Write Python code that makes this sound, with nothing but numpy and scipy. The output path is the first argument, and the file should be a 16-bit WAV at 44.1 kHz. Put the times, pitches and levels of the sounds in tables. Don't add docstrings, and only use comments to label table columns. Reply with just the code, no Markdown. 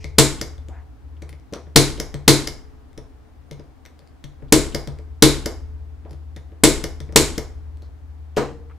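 import sys
import numpy as np
from scipy import signal
from scipy.fft import rfft, irfft
from scipy.io import wavfile

SR = 44100
rng = np.random.default_rng(int(sys.argv[2]) if len(sys.argv) > 2 else 0)


def linear_from_db(decibels):
    return 10 ** (np.asarray(decibels, float) / 20)


def int16_out(signal):
    q = np.round(np.clip(np.atleast_2d(signal).T, -1, 1) * 32767)
    wavfile.write(sys.argv[1], SR, q.astype(np.int16))


N = 387198


def rms_one(x):
    return x / np.sqrt(np.mean(x ** 2) + 1e-20)


def at_hz(points, hz):
    table = np.array(points)
    return np.interp(np.log(hz), np.log(table[:, 0]), table[:, 1])


def causal_colour(spectrum, size=1024):
    hz = np.maximum(np.arange(size + 1) * SR / (2 * size), 10)
    cepstrum = irfft(np.log(linear_from_db(at_hz(spectrum, hz))))
    cepstrum[1:size] *= 2
    cepstrum[size + 1:] = 0
    return rms_one(irfft(np.exp(rfft(cepstrum)))[:size]) / np.sqrt(size)


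def resonance(x, hz, width_hz):
    r = np.exp(-np.pi * width_hz / SR)
    poles = [1, -2 * r * np.cos(2 * np.pi * hz / SR), r * r]
    return signal.lfilter((1 - r * r) / 2 * np.array([1, 0, -1]), poles, x)


def band(x, low_hz, high_hz):
    return signal.sosfilt(signal.butter(2, [low_hz, high_hz], "band", fs=SR, output="sos"), x)


def spread(mid, side, likeness):
    alike = np.clip(likeness, 0, 1)
    return np.sqrt(1 + alike) * mid + np.sqrt(1 - alike) * side * np.array([[1], [-1]])


def pair(likeness):
    mid, side = rng.standard_normal((2, N))
    return spread(mid, side, likeness) / np.sqrt(2)


def panned(db):
    return linear_from_db(np.array([[db / 2], [-db / 2]]))


# (frequency [Hz], level [dB per Hz])
AIR_COLOUR = [(60, -25), (95, -25.5), (125, -33), (220, -37.5), (265, -23), (350, -42), (450, -43.5),
              (560, -40.5), (800, -39.5), (1800, -48), (2600, -55), (5000, -59.5), (9000, -68),
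              (15800, -71.5)]
# (frequency [Hz], width [Hz], level [dB])
DUCT_TONES = [(131, 8, -63), (262, 130, -59.5), (307, 13, -66), (447, 29, -70), (740, 130, -67.5)]


def air():
    steady_db, linger_db, linger_t60_s, swell_s = -54, -30, 0.82, 0.067
    noise = rms_one(signal.fftconvolve(pair(0.31), causal_colour(AIR_COLOUR, size=2048)[None])[:, :N])
    tones = sum(linear_from_db(db) * rms_one(resonance(pair(0.086), hz, width_hz)) for hz, width_hz, db in DUCT_TONES)
    since = np.arange(N) / SR - np.array(BLOWS)[:, :1]
    decay = linear_from_db(linger_db - 60 * np.abs(since) / linger_t60_s)
    linger = np.sum(np.clip(since / swell_s, 0, 1) * decay, axis=0)
    return panned(2.0) * ((linear_from_db(steady_db) + linger) * noise + tones)


def tremor():
    return panned(3.0) * linear_from_db(-52.5) * rms_one(band(pair(.2), 50, 90.9))


def watch():
    first_s, period_s, count = 2.882, .1945, 5
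    hz, t60_s, db = 9100, .15, -76
    beats = np.full(N, 1e-18)
    beats[((first_s + period_s * np.arange(count)) * SR).astype(int)] = linear_from_db(db)
    r, w = linear_from_db(-60 / (t60_s * SR)), 2 * np.pi * hz / SR
    return signal.lfilter([0, np.sin(w)], [1, -2 * r * np.cos(w), r * r], beats)


# (frequency [Hz], level [dB], t60 [s], left-right difference [dB], first swing [+1 up, -1 down])
SWAY_MODES = [(25.86, -21, 0.88, 6, 1), (26.84, -35.5, 2.4, 2, -1), (42.7, -24, 1.2, 3, 1),
              (115, -51.5, 6, 2, 1), (264, -34, 0.6, 3.5, 1), (431, -42.5, 2, -3, -1)]
FRAME_MODES = [(58.86, -37.5, 6.6, -2, -1), (64.93, -37.5, 4.5, 3, 1), (74.07, -37, 10.4, 4, -1),
               (75.91, -38, 21.5, 4, -1), (89.7, -52, 6, 3, -1)]
# (time [s], level [dB])
JOLTS = [(-1.5271, 6), (-.3098, 0), (.1848, -4), (1.7593, 0), (2.2785, -4), (2.977, -18), (3.514, -22),
         (4.237, -19), (4.423, -16), (4.527, 0), (5.2247, 0), (6.638, 0), (7.1607, -2.5), (8.3685, -12)]


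def frame():
    travel_s = .0035
    t, out = np.arange(N) / SR, np.zeros((2, N))
    for hz, db, t60, pan_db, sign in [*SWAY_MODES, *FRAME_MODES]:
        pole, swing = 2j * np.pi * hz - np.log(1000) / t60, np.zeros(N, complex)
        for s, jolt_db in JOLTS:
            at = max(round((s + travel_s) * SR), 0)
            swing[at] += linear_from_db(jolt_db) * np.exp(pole * (t[at] - s - travel_s))
        swing = signal.lfilter([1], [1, -np.exp(pole / SR)], swing)
        turn = -.9 if hz < 30 else .45 if hz < 50 else .25
        twist = turn * np.array([[-1j], [1j]])
        out += np.sign(sign) * linear_from_db(db) * panned(pan_db) * np.imag(np.exp(twist) * swing)
    return out * np.clip(t / .004, 0, 1)


# (frequency [Hz], t60 [s])
ROOM_T60 = [(150, 0.77), (500, 0.41), (1500, 0.4), (4000, 0.36), (8000, 0.35), (11000, .3), (15000, 0.18)]
# (frequency [Hz], left-right likeness [0..1])
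ROOM_LIKENESS = [(150, 0.95), (300, 0.93), (700, 0.74), (2000, 0.82), (5000, 0.36), (8000, 0.97),
                 (13000, .45)]
# (frequency [Hz], left-right difference [dB])
ROOM_BALANCE = [(60, 4.5), (120, 5.5), (240, 1.5), (480, 2.5), (950, 0), (1890, 0.5), (3770, 0.5),
                (7520, 0.5), (15000, 1.5)]


def room(x, early_db, early_t60, late_db):
    t, edges, response = np.arange(SR) / SR, 90 * 2 ** np.arange(0, 8, .5), 0
    white = rng.standard_normal((2, 2, SR))
    for k, (low, high) in enumerate(zip(edges, edges[1:])):
        mid, side = band(white[k % 2], low, high)
        hz = np.sqrt(low * high)
        late = linear_from_db(late_db - 60 * t / at_hz(ROOM_T60, hz))
        early = linear_from_db(early_db - 60 * t / early_t60 * (3.0 + hz / 30000))
        field = spread(mid, side, at_hz(ROOM_LIKENESS, hz))
        response = response + (late + early) * panned(at_hz(ROOM_BALANCE, hz)) * field
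    response = response * np.clip((t - .002) / 0.0051, 0, 1)
    return signal.fftconvolve(x.mean(axis=0, keepdims=True), response)[:, :N]


# (time [s],
# length [s], centre [Hz], level [dB])
SCUFFS = [(0, .12, 5200, -57), (0, .1, 2300, -56), (.69, .19, 760, -53), (.72, .13, 1600, -55),
          (1.165, .015, 2900, -62), (1.53, .09, 1100, -46), (4.40, .08, 500, -57), (4.48, .03, 3500, -63),
          (3.85, .05, 1700, -58), (6.36, .04, 1700, -55), (6.045, .1, 700, -52), (7.818, .08, 4350, -66),
          (8.695, .04, 1200, -53), (8.695, .05, 2100, -60)]


def scuffs():
    slide_s, slide_hz, slide_db = 0.03, 3000, -48
    slides = [(s - slide_s, slide_s, slide_hz, slide_db) for s, *_ in LATCHES]
    out = np.zeros((2, N))
    for s, length_s, hz, db in [*SCUFFS, *slides]:
        at = round(s * SR)
        count = min(round(length_s * SR), N - at)
        grit = rng.standard_normal((2, SR // 4)) * rng.exponential(1, SR // 4)
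        rub = resonance(resonance(grit + grit[::-1] * 0.67, hz, 0.43 * hz), hz, 0.5 * hz)
        stroke = np.sin(np.linspace(0, 1, count) ** .5 * np.pi)
        out[:, at:at + count] += linear_from_db(db) * rms_one(rub)[:, :count] * stroke
    return panned(1.5) * out


# (frequency [Hz], level [dB], t60 [s])
STEEL = [(2160, -7, .045), (4600, -5, 0.023), (4970, 1, 0.023), (5120, -3.5, 0.017), (6363, -4.5, 0.016),
         (6500, -5, 0.026), (7260, -1.5, 0.023), (10200, -5, .022), (11200, -8, .015), (14220, -7, .015)]


def cracks(events, colour, rattle_s, fade_s, breadth, patchy_db, pan_db, ring_db, steel_db, level_db):
    out, body, t = np.zeros(N + 2048), causal_colour(colour), np.arange(2048) / SR
    bins, fine, coarse = np.arange(96), np.linspace(0, 95, 1025), np.linspace(0, 31, 1025)
    for (s, db, _, _, hz), draw in zip(events, rng.random((len(events), 4, 96))):
        delay_s = rattle_s * draw[0] - fade_s * np.log(np.clip(draw[1], 1e-3, 1))
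        phase = np.cumsum(np.interp(fine, bins, delay_s)) * 2 * np.pi * SR / 2048
        patches = linear_from_db(patchy_db * np.interp(coarse, bins, 2 * draw[2] - 1))
        chatter = irfft(patches * np.exp(-1j * phase)) * np.sqrt(SR * (rattle_s + fade_s)) * (t < .03)
        width_hz = breadth * hz
        ring = resonance(resonance(chatter, hz, width_hz), hz, 2 * width_hz) * np.sqrt(SR / (np.pi * width_hz))
        steel = 0
        for (mode_hz, mode_db, t60), chance in zip(STEEL, draw[3]):
            decay = linear_from_db(mode_db + steel_db - 1.3 * patchy_db * chance - 60 * t / t60)
            steel = steel + decay * np.sin(2 * np.pi * mode_hz * t)
        at = round((s - 6e-4) * SR)
        burst = np.convolve(chatter, body)[:2048] + linear_from_db(ring_db) * ring + steel
        out[at:at + 2048] += linear_from_db(db + level_db) * burst
    return panned(pan_db) * np.array([0.54 * out + 0.66 * np.roll(out, 1), out])[:, :N]


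def thumps(events, modes, contact_s, lead_s, spread_db, level_db):
    at = np.array([round((event[0] - lead_s) * SR) for event in events])
    click_db, over_db, deep_db = np.array([event[1:4] for event in events]).T
    chance, out = rng.standard_normal((len(events), len(modes))), np.zeros((2, 2, N))
    for k, (hz, db, t60) in enumerate(modes):
        push = np.full(N, 1e-18)
        thump_db = deep_db + 3 if hz < 190 else over_db
        late = round(.65 / hz * SR)
        push[at + late] = -linear_from_db(click_db + thump_db + db + level_db + spread_db * chance[:, k])
        r, w = linear_from_db(-60 / (t60 * SR)), 2 * np.pi * hz / SR
        poles = [1, -2 * r * np.cos(w), r * r]
        sine = signal.lfilter([0, r * np.sin(w)], poles, push)
        cosine = signal.lfilter([1, -r * np.cos(w)], poles, push)
        twist = min(140 / hz, .6) * np.cos(2.9 * k + .3)
        side_db = at_hz(ROOM_BALANCE, hz) + 1.2 * np.cos(0.92 * k)
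        out[int(hz < 50)] += panned(side_db) * (np.cos(twist) * sine + np.sin(twist) * cosine * [[1], [-1]])
    free = signal.butter(2, 95, "high", fs=SR, output="sos")
    out = signal.sosfilt(free, out[0]) + out[1]
    soft = np.exp(-1 / (contact_s * SR))
    return signal.lfilter([(1 - soft) ** 2], [1, -2 * soft, soft * soft], out)


def knocks(events, low_hz, high_hz, level_db):
    push = np.full(N, 1e-18)
    for s, click_db, thump_db, *_ in events:
        push[round(s * SR)] = linear_from_db(click_db + thump_db)
    return linear_from_db(level_db) * band(push, low_hz, high_hz)[None]


def ringing_at(hz, events):
    return [(*event, hz) for event in events]


# (time [s], click [dB], thump over click [dB], deep thump over click [dB])
NUDGES = [(1.6683, -49, 10, 5), (3.5934, -50.5, 17, 9.5), (4.02, -56, 9.5, 3), (4.4, -60.5, 7.5, -2.5),
          (4.4227, -52, 15, 23), (6.0512, -49, 16.5, -3), (6.14, -61, 12.5, -2),
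          (6.5193, -53.5, 14.5, -5.5), (7.0908, -43.5, 10, 8)]
# (frequency [Hz], level [dB per Hz])
NUDGE_COLOUR = [(400, -11.5), (1000, -2.5), (2100, -0.5), (3500, -10.5), (6000, -25), (15800, -45)]


def jack_nudges():
    return cracks(ringing_at(1600, NUDGES), NUDGE_COLOUR, rattle_s=0.00067, fade_s=0.0012, breadth=0.25,
                  patchy_db=6, pan_db=3.5, ring_db=-6.5, steel_db=-37, level_db=-7.0)


# (time [s], click [dB], thump over click [dB], deep thump over click [dB], ring [Hz])
SEATINGS = [(1.5254, -40.5, 19, -20.5, 5850), (1.5359, -28, -0.5, -17.5, 5500),
            (1.538, -36, -12, -18.5, 11460), (1.5576, -38.5, 12, -18, 5830), (2.142, -26.5, 1, 0.5, 3200),
            (3.5115, -33.5, 2.5, -2, 5390), (3.5135, -43, 1, -6, 13980), (3.8525, -41.5, -6, -13, 5800),
            (3.8605, -39.5, -4, -16, 12800), (4.2405, -37.5, -2, 4, 3320), (4.244, -39, -7.5, -9, 5590),
            (4.874, -28.5, 4.5, 1.5, 3320), (6.109, -41.5, 2.5, 3.5, 10030),
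            (6.1115, -52.5, -1, -7.5, 13770), (6.363, -37, 2.5, -1, 3610), (6.367, -42, -8, -4, 1896),
            (7.003, -33, 0, 3, 3340)]
BRUSHES = [(.043, -30, 0, -2, 2150), (.5805, -47, 3, -7, 3400), (.685, -41, 7, -8, 6600),
           (1.221, -38, 7, 1, 2200), (1.2236, -41, -5, -5, 5800), (1.2921, -39, -7, -6, 9700),
           (1.2941, -44, -7, -7, 14000), (1.3281, -43, 3, -13, 2100), (1.3981, -55, -8, -10, 5000),
           (1.9777, -37, 8, -12, 2100), (2.9301, -53, -10, -1, 3500), (2.9771, -36, 6, -4, 5400),
           (2.9791, -42, -5, -5, 9500), (3.5311, -44, -1, 0, 2200), (3.5961, -49, -5, -5, 4900),
           (3.9915, -46, 0, -7, 4600), (4.074, -51, -13, -20, 4600), (4.987, -44, 8, -13, 2200),
           (6.0951, -55, -8, -8, 4800), (6.1301, -49, 9, -6, 9500), (6.1331, -50, -5, -5, 4900),
           (7.1241, -38, 6, 1, 5300), (7.7714, -52, -1, -8, 7500), (7.8211, -51, 12, -17, 4300),
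           (7.8221, -53, -5, -10, 11000)]
# (frequency [Hz], level [dB per Hz])
TICK_COLOUR = [(400, -19), (800, -7.5), (1500, -10), (2100, -2.5), (2700, -10.5), (3500, -6), (6000, -10),
               (10000, -16.5), (15800, -25.5)]


def blade_ticks():
    out = 0
    for events, ring_db in ((SEATINGS, -7.5), (BRUSHES, -4.5)):
        out = out + cracks(events, TICK_COLOUR, rattle_s=0.001, fade_s=0.00098, breadth=0.14,
                           patchy_db=6, pan_db=3.5, ring_db=ring_db, steel_db=-18.5, level_db=-6.0)
    return out


# (time [s], click [dB], thump over click [dB], deep thump over click [dB])
LATCHES = [(0.4134, -17.5, -4, -11), (1.9999, -17, -3.5, -18), (2.4735, -17.5, -6.5, -19.5),
           (4.7475, -16.5, 1.5, -14.5), (5.4592, -16.5, 2, -30), (6.84, -18, -1.5, -12.5),
           (7.3797, -18.5, 0.5, -13.5)]
# (frequency [Hz], level [dB per Hz])
CLICK_COLOUR = [(350, -18.5), (600, -8), (811, -23.5), (1140, -16), (2140, -8), (2560, -22.5),
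                (2980, -11.5), (4200, -12.5), (5150, -16.5), (5750, -21), (12200, -17.5), (13300, -23),
                (15800, -29)]


def latch_clicks():
    return cracks(ringing_at(5100, LATCHES), CLICK_COLOUR, rattle_s=0.003, fade_s=0.001, breadth=0.27,
                  patchy_db=2, pan_db=3, ring_db=0, steel_db=-2.5, level_db=-8.5)


# (frequency [Hz], level [dB], t60 [s])
TAPPED = [(44, -16.5, .2), (98, -9.5, 0.21), (142, 1, 0.31), (240, -8.5, 0.11), (330, -7, 0.27),
          (331.5, 3, 0.046), (442.3, 1.5, 0.11), (443, -11, 0.32), (563, 1, 0.066), (990, -8, 0.046)]


def tapped_bench():
    touches = [event[:4] for event in [*LATCHES, *SEATINGS, *BRUSHES, *NUDGES]]
    thump = thumps(touches, TAPPED, contact_s=0.00049, lead_s=0.0028, spread_db=2.5, level_db=-1.5)
    return thump, knocks(touches, 260, 820, level_db=-2.5)


# (time [s], click [dB], thump over click [dB], deep thump over click [dB])
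LAID_DOWN = [
    (8.3645, -29.5, -8.5, 2),
    (8.3685, -23, 12.5, 7),
]
# (frequency [Hz], level [dB per Hz])
LAID_COLOUR = [(290, -26.5), (500, -4.5), (630, -24), (931, -21), (1440, -22), (1590, -27), (1710, -23),
               (1840, -23.5), (7800, -29.5), (12500, -45), (15800, -50.5)]


def laid_clicks():
    return cracks(ringing_at(12500, LAID_DOWN), LAID_COLOUR, rattle_s=0.0027, fade_s=.003, breadth=0.17,
                  patchy_db=2, pan_db=3, ring_db=-15, steel_db=-20, level_db=-2.5)


# (frequency [Hz], level [dB], t60 [s])
LAID_MODES = [(137.5, -2, 0.58), (214, -8.5, 0.25), (293, -8, 0.51), (357, -6, .3), (359, -12, 0.31),
              (427, 7, 0.15), (461, -11.5, 0.79), (477, -5.5, 0.48), (540, -21, .25), (730, -14, 0.28),
              (754, -29, .25), (930, -15, 0.16), (1200, -7, 0.09)]


def laid_bench():
    thump = thumps(LAID_DOWN, LAID_MODES, contact_s=1e-4, lead_s=0.001, spread_db=0.0, level_db=-8.0)
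    return thump, knocks(LAID_DOWN, 210, 1010, level_db=3.5)


# (time [s], crack [dB], thump over crack [dB], deep thump over crack [dB], ring [Hz])
BLOWS = [(0.1843, 0.5, -8, -17, 7300), (1.76, 0.5, -6.5, -12.5, 4190), (2.2792, 1, -6.5, -18, 4125),
         (4.524, -3, -2.5, -18, 7316), (5.2241, 0.5, -5, -19, 3880), (6.6367, -0.5, -4, -21, 7490),
         (7.16, 0, -6.5, -21.5, 7100)]
# (frequency [Hz], level [dB per Hz])
SNAP_COLOUR = [(530, -27), (900, -2), (967, -3.5), (1040, -5), (1800, -7), (2180, -3), (2620, -8),
               (3840, -2.5), (8190, -4.5), (12000, -9.5), (14000, -14.5), (15800, -17.5)]


def hammer_cracks():
    return cracks(BLOWS, SNAP_COLOUR, rattle_s=.003, fade_s=.0017, breadth=0.2,
                  patchy_db=.6, pan_db=1.8, ring_db=-11.5, steel_db=-19.5, level_db=-0.5)


# (frequency [Hz], level [dB], t60 [s])
BENCH = [(33, -15, 0.33), (42.7, -14.5, .2), (104, -9, 0.27), (139.4, 3.5, .33), (236.5, -12.5, 0.068),
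         (256, -11.5, 0.14), (289.5, -7, .25), (304.4, -3.5, 0.33), (338.4, -7.5, .26), (409, -8, 0.088),
         (451, -3, .2), (480, 4, 0.009), (537, -12, 0.072), (641, -10, 0.26), (708, -10.5, 0.19),
         (810, -19.5, 0.14), (1025, -19, 0.14)]
# (frequency [Hz], level [dB], t60 [s])
BENCH_ACROSS = [(33, -14.5, .3), (42.46, -10.5, .2), (99.8, -10.5, .15), (141.1, 3, .35), (168, -10, 0.16),
                (261, -10, .2), (292.5, -5, .25), (309.7, -1.5, .25), (353.7, -10, 0.14), (423, -5.5, 0.13),
                (445, -6.5, 0.24), (486, 2.5, 0.014), (547, -13, .2), (642, -14, 0.29), (817, -17.5, 0.27),
                (990, -20, 0.17)]


def struck_bench():
    thump = 0
    for events, modes in ((BLOWS[:3], BENCH), (BLOWS[3:], BENCH_ACROSS)):
        thump = thump + thumps(events, modes, contact_s=0.00019, lead_s=.0026, spread_db=2.5, level_db=1.0)
    return thump, knocks(BLOWS, 250, 480, level_db=8.5)


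def scene():
    crack = hammer_cracks()
    small = latch_clicks() + blade_ticks() + jack_nudges()
    laid = laid_clicks()
    thump, knock = (sum(parts) for parts in zip(struck_bench(), tapped_bench(), laid_bench()))
    radiated = crack + linear_from_db(-1.0) * small + linear_from_db(7.5) * laid
    wet = room(radiated, early_db=-36.5, early_t60=0.22, late_db=-37.5)
    wet += room(knock, early_db=-1.0, early_t60=0.67, late_db=-7.0)
    return crack + small + laid + thump + wet + scuffs() + watch() + frame() + tremor() + air()


def band_limit(x):
    return signal.sosfilt(signal.butter(12, 15990, fs=SR, output="sos"), x)


def record(dry):
    hiss = linear_from_db(-77) * rng.standard_normal(dry.shape)
    clipped = np.clip(dry + hiss, -.99, .99)
    top_cut = signal.cheby2(10, 30, 16150, fs=SR, output="sos")
    mix = signal.sosfilt(top_cut, clipped)
    return band_limit(mix)


dry = scene()
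out = record(dry)
int16_out(out)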